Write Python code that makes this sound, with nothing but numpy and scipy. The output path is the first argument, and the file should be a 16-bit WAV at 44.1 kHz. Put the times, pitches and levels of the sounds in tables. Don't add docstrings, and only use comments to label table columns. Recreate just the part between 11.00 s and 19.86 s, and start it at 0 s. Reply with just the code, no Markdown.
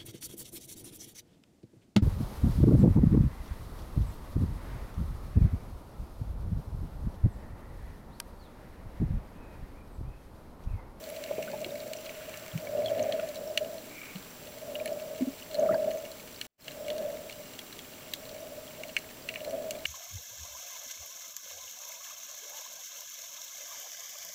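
import sys
import numpy as np
from scipy import signal
from scipy.fft import rfft, irfft
from scipy.io import wavfile
from scipy.ndimage import uniform_filter1d

SR = 44100
rng = np.random.default_rng(int(sys.argv[2]) if len(sys.argv) > 2 else 0)


def transcribe(signal):
    frames = np.atleast_2d(signal).T
    limited = np.clip(frames, -1, 1)
    pcm = np.round(limited * 32767).astype(np.int16)
    wavfile.write(sys.argv[1], SR, pcm)


N = 390726
TIME = np.arange(N) / SR


def case_hum(flutter_db=1.96, flutter_hz=16, flow_db=-43, flow_follow=0.64):
    # f/Hz, width/Hz, relative level/dB
    air_modes = [(593.3, 63, -3), (632.7, 42, -2), (492, 61, -25.5), (403.6, 28, -24), (249, 86, -22.5),
                 (101.7, 11, -27.5), (1707, 19, -29.5)]
    # f/Hz, relative level/dB
    flow_spectrum = [(25, -10.5), (60, -11.5), (110, -7), (200, 4), (300, -3.5), (480, 9.5), (750, -9.5),
                     (950, -15), (1600, -12.5), (3000, -54), (8000, -38)]
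    surge_db = surge_level()
    flutter = amp(flutter_db * wander(flutter_hz))
    air = unit(sum(amp(db) * band(rng.standard_normal(N), hz, width) for hz, width, db in air_modes))
    air /= np.sqrt(uniform_filter1d(air ** 2, size=3000) + 1e-6)
    flow = noise(flow_spectrum) * amp(flow_db + flow_follow * (surge_db - surge_db.max()))
    return (air * amp(surge_db) + flow) * flutter


def surge_level(calm_db=-61.5, ebb_db_per_s=79.5):
    # t/s at full strength, hold/s, level/dB, build-up/(dB/s)
    surges = [(0.0, 0.42, -44.5, 80), (0.392, 0.52, -40.5, 60), (0.95, 0.36, -46.5, 80),
              (1.781, 0.042, -29.5, 92), (2.017, 0.11, -29, 48), (2.38, 0.3, -38.5, 84),
              (3.796, 0.12, -35.5, 62), (4.088, 0.058, -39.5, 152), (4.589, 0.13, -28, 218),
              (4.699, 0.13, -27.5, 150), (5.871, 0.026, -36.5, 90), (6.018, 0.023, -33.5, 152),
              (6.293, 0.11, -49.5, 82), (7.35, 0.56, -47.5, 42), (8.484, 0.2, -37, 81)]
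    power = amp(calm_db) ** 2
    for s, hold, db, build in surges:
        below_db = build * np.maximum(s - TIME, 0) + ebb_db_per_s * np.maximum(TIME - s - hold, 0)
        power = power + amp(db - below_db) ** 2
    return 10 * np.log10(power)


def near_snaps(treble_trim_db=-1):
    # t/s, level/dB, favoured f/Hz, treble over body/dB before the trim
    strikes = [(0.238, -39, 3400, -4), (0.4263, -39, 2800, -6), (0.6448, -34.5, 3230, -14),
               (0.7544, -43.5, 2240, -7), (0.9335, -36.5, 2900, 0), (1.093, -39.5, 2350, -16),
               (0.802, -43.5, 4100, -7), (1.064, -43, 2900, -6), (1.34, -41.5, 2380, -12),
               (1.373, -42.5, 3000, 7), (1.5764, -41, 2760, -5), (1.859, -39.5, 3600, -7),
               (1.9938, -39.5, 2830, -12), (2.123, -33, 3300, -14), (2.197, -40.5, 2660, -16),
               (2.575, -21, 3060, -10.5), (3.1574, -44, 3430, -13), (3.858, -36.5, 2060, -8),
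               (3.8762, -40, 2730, -6), (4.5437, -38.5, 3460, -1), (4.5518, -39, 4130, -15),
               (4.9128, -44, 2460, -7), (5.1163, -44, 3780, -1), (5.413, -31.5, 2960, -6.5),
               (5.6803, -36.5, 2980, -11), (5.8816, -38.5, 2900, -6), (5.902, -35.5, 3420, -12),
               (5.981, -43, 3420, 1), (6.2957, -40, 2900, -12), (6.5902, -37.5, 3400, -5.5),
               (6.79, -41, 3280, -7), (7.1361, -29.5, 3570, -5), (7.8343, -36, 2600, -9),
               (7.9658, -22, 2200, -17.5), (8.288, -29.5, 2590, -17), (8.3395, -40.5, 2250, -8),
               (8.3578, -33.5, 2460, -36), (8.4043, -43.5, 2930, -15), (8.4473, -44, 2940, -4),
               (8.708, -32, 3020, 3.5), (8.854, -24.5, 2770, -19)]
    out = np.zeros(N)
    for s, db, hz, treble_db in strikes:
        add(out, s, amp(db) * snap(hz, treble_db + treble_trim_db))
    return out


def snap(hz, treble_db, echo_gain=0.82, scatter_s=0.0016, tail_s=0.009, crack_db=-17):
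    t = np.arange(2048) / SR
    scatter = rng.standard_normal(len(t)) * (0.17 * np.exp(-t / scatter_s) + 0.046 * np.exp(-t / tail_s))
    echo_at = int(SR * rng.uniform(.0008, .0022))
    pressure = scatter + (t == 0) + echo_gain * (t == t[echo_at])
    ring = shell(pressure)
    top_hz = np.clip(5400 * 2 ** (treble_db / 36), 2000, 6000)
    body = signal.sosfilt(signal.butter(2, [1300, top_hz], "band", fs=SR, output="sos"), ring)
    body = band(body, hz, width=1400) + 0.36 * body
    treble = signal.sosfilt(signal.butter(4, 5500, "high", fs=SR, output="sos"), ring)
    crack = band(pressure, hz=1830, width=1100)
    sound = unit(body) + amp(treble_db) * unit(treble) + amp(crack_db) * unit(crack)
    return sound / np.sqrt(np.mean(sound[:220] ** 2))


def shell(pressure):
    # f/Hz, width/Hz, gain/dB
    modes = [(1740, 300, -6), (2250, 122, 1.5), (2830, 213, -2), (3300, 110, -6.5), (4250, 350, 0),
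             (5800, 200, -5.5), (6300, 350, -7), (7620, 270, -5), (9700, 560, -14), (12200, 180, -11),
             (13600, 6200, -18.5)]
    return sum(amp(db) * resonate(pressure, hz, width) * (-1) ** k
               for k, (hz, width, db) in enumerate(modes))


def stray_shrimp(level_db=-46, middle_hz=3100, crowding=1.5, count=34):
    out = np.zeros(N)
    for k, (jitter, size, colour, brightness) in enumerate(rng.uniform(-1, 1, (count, 4))):
        share = ((k + 1 + jitter) / count) ** crowding
        sound = snap(middle_hz * np.exp(.3 * colour), treble_db=-6 + 8 * brightness)
        add(out, share * N / SR, amp(level_db + 2 * size) * sound)
    return out


def pings_and_gulps(onset_s=0.00038, rise=0.015, churn=0.43):
    # t/s, level/dB, f/Hz, t60/s
    pings = [(.1, -30.5, 11200, .01), (.971, -32.5, 5780, 0.013), (1.671, -36, 2260, 0.041),
             (1.859, -31, 3360, 0.062), (1.883, -29, 3160, 0.021), (2.0277, -24, 6300, 0.0076),
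             (3.7475, -29, 11400, 0.006), (3.7541, -24, 2860, 0.023), (3.8003, -28.5, 2390, .016),
             (3.858, -24, 11050, 0.0085), (4.424, -33.5, 2890, 0.017), (4.596, -30.5, 6400, .013),
             (4.7442, -32, 4600, 0.013), (7.1368, -19, 14200, .006)]
    # t/s, level/dB, starting f/Hz, time to peak/s
    gulps = [(.3095, -21, 590, .003), (.3825, -24, 601, 0.0048), (0.3821, -25, 450, 0.0025),
             (.476, -42.5, 1460, 0.0047), (.531, -34.5, 827, .0058), (.659, -37, 362, 0.0074),
             (1.535, -37, 116, 0.0061), (1.548, -30, 154, 0.01), (2.194, -41.5, 1410, 0.0036),
             (3.15, -36, 181, 0.012), (4.207, -21, 254, .009), (4.269, -30.5, 260, 0.01),
             (4.689, -32.5, 1260, 0.0032), (4.706, -27, 384, 0.0033), (4.709, -34.5, 1350, .002),
             (4.722, -36, 1920, .004), (4.741, -30, 850, .0016), (4.743, -39, 1560, 0.0038)]
    out, t = np.zeros(N), np.arange(SR // 8) / SR
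    for s, db, hz, t60 in pings:
        onset = 1 - np.exp(-t / onset_s)
        add(out, s, amp(db) * onset * ping(t, hz, t60))
    for s, db, hz, peak_s in gulps:
        age = t / peak_s
        swell = (age * np.exp(1 - age)) ** 1.1
        cycles = np.cumsum(hz * (1 + rise * np.minimum(age, 6))) / SR
        swirl = unit(band(rng.standard_normal(len(t)), hz, width=0.29 * hz))
        add(out, s, amp(db) * swell * (np.sin(2 * np.pi * cycles) + churn * swirl))
    return out


def ping(t, hz, t60):
    return np.exp(-np.log(1000) * t / t60) * np.sin(2 * np.pi * hz * t)


def rustles():
    # middle t/s, length/s, level/dB, f/Hz, width/Hz
    crowds = [(0.39, 0.84, -54, 2300, 810), (1.23, .9, -56, 2530, 1100), (2.06, 0.76, -53, 2100, 1500),
              (1.4, 0.9, -55.5, 1500, 1300), (3.03, 0.32, -49.5, 2300, 340), (3.12, 0.79, -59, 1400, 890),
              (1.9, 0.67, -51.5, 111, 21), (2.85, 0.3, -52, 270, 120), (0.55, 0.8, -52, 182, 150),
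              (4.72, .094, -39, 180, 150)]
    out = np.zeros(N)
    for s, length, db, hz, width in crowds:
        pops = impulses(per_s=700, spread_db=-1.5, cap_db=10) * rng.choice([-1, 1], N)
        swell = np.cos(np.pi * np.clip((TIME - s) / length, -.5, .5))
        out += amp(db) * swell * unit(band(pops, hz, width))
    return out


def tiny_bubbles(per_s=16, level_db=-48, count=20):
    out, t = np.zeros(N), np.arange(1024) / SR
    for hz in np.geomspace(2100, 7000, count):
        releases = impulses(per_s / count, spread_db=3, cap_db=8)
        out += signal.oaconvolve(releases, ping(t, hz, t60=0.018))[:N]
    return amp(level_db) * out


def far_shrimp(per_s=90, level_db=-59, middle_hz=2900, count=24):
    out = np.zeros(N)
    for _ in range(count):
        strikes = impulses(per_s / count, spread_db=3, cap_db=10)
        colour, brightness = rng.standard_normal(2)
        sound = snap(middle_hz * np.exp(0.2 * colour), treble_db=-4 + 5 * brightness)
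        out += signal.oaconvolve(strikes, sound)[:N]
    return amp(level_db) * out


def sea_wash():
    # f/Hz, width/Hz, rms level/dB
    modes = [(258.3, 48, -61.5), (2280, 920, -75.5), (3000, 570, -71), (5814, 540, -66.5),
             (9440, 230, -76.5), (10830, 1100, -65.5)]
    return sum(amp(db) * unit(band(rng.standard_normal(N), hz, width)) for hz, width, db in modes)


def electronics(hiss_db=-49, frames_per_s=30):
    # f/Hz, relative level/dB
    hiss_spectrum = [(25, -4.5), (130, 1.5), (260, -0.5), (430, -0.5), (900, -6), (1800, -9), (2800, -9),
                     (5000, -12), (6200, -13), (8500, -15.5), (11000, -20), (12100, -19), (13900, -8.5),
                     (15800, -12.5)]
    # f/Hz, rms level/dB
    whine_partials = [(7568.5, -62.8), (15137, -60.9)]
    # f/Hz, rms level/dB
    steady_tones = [(7853, -78), (11351, -78), (15734, -75)]
    frame_time = (TIME + rng.random()) % (1 / frames_per_s)
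    whine = sum(amp(db) * np.sin(2 * np.pi * hz * frame_time) for hz, db in whine_partials)
    tones = sum(amp(db) * np.sin(2 * np.pi * hz * TIME) for hz, db in steady_tones)
    return amp(hiss_db) * noise(hiss_spectrum) + np.sqrt(2) * (whine + tones)


def amp(db):
    return 10 ** (np.asarray(db) / 20)


def unit(x):
    return x / np.sqrt(np.mean(x ** 2) + 1e-20)


def add(mix, s, sound):
    part = mix[max(round(s * SR), 0):][:len(sound)]
    part += sound[:len(part)]


def impulses(per_s, spread_db, cap_db):
    sizes = amp(np.minimum(spread_db * rng.exponential(1, N), cap_db))
    return sizes * (rng.random(N) < per_s / SR)


def noise(spectrum):
    hz, db = np.transpose(spectrum)
    f = np.fft.rfftfreq(N, 1 / SR)
    gain = amp(np.interp(np.log(f + 1), np.log(hz), db))
    return unit(irfft(rfft(rng.standard_normal(N)) * gain, N))


def wander(hz):
    f = np.fft.rfftfreq(N, 1 / SR)
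    return unit(irfft(rfft(rng.standard_normal(N)) * np.exp(-(f / hz) ** 2), N))


def resonate(x, hz, width):
    return signal.lfilter(*signal.iirpeak(min(hz, .45 * SR), hz / width, SR), x)


def band(x, hz, width):
    return resonate(resonate(x, hz, width), hz, width)


def scene():
    water = case_hum() + sea_wash() + rustles() + pings_and_gulps() + tiny_bubbles()
    return (water + near_snaps() + far_shrimp() + electronics() + stray_shrimp())[None]


def record(dry, gap_start_s=5.468, gap_end_s=5.578, gap_db=-43.5, fade_in_s=.105, cutoff_hz=15880):
    recovery = np.clip((TIME - gap_end_s) / fade_in_s, amp(gap_db), 1)
    heard = dry * np.where(TIME < gap_start_s, 1, recovery)
    low_pass = signal.firwin(511, cutoff_hz, window=("kaiser", 9), fs=SR)
    return signal.oaconvolve(heard, low_pass[None], "same")


dry = scene()
out = record(dry)
transcribe(out)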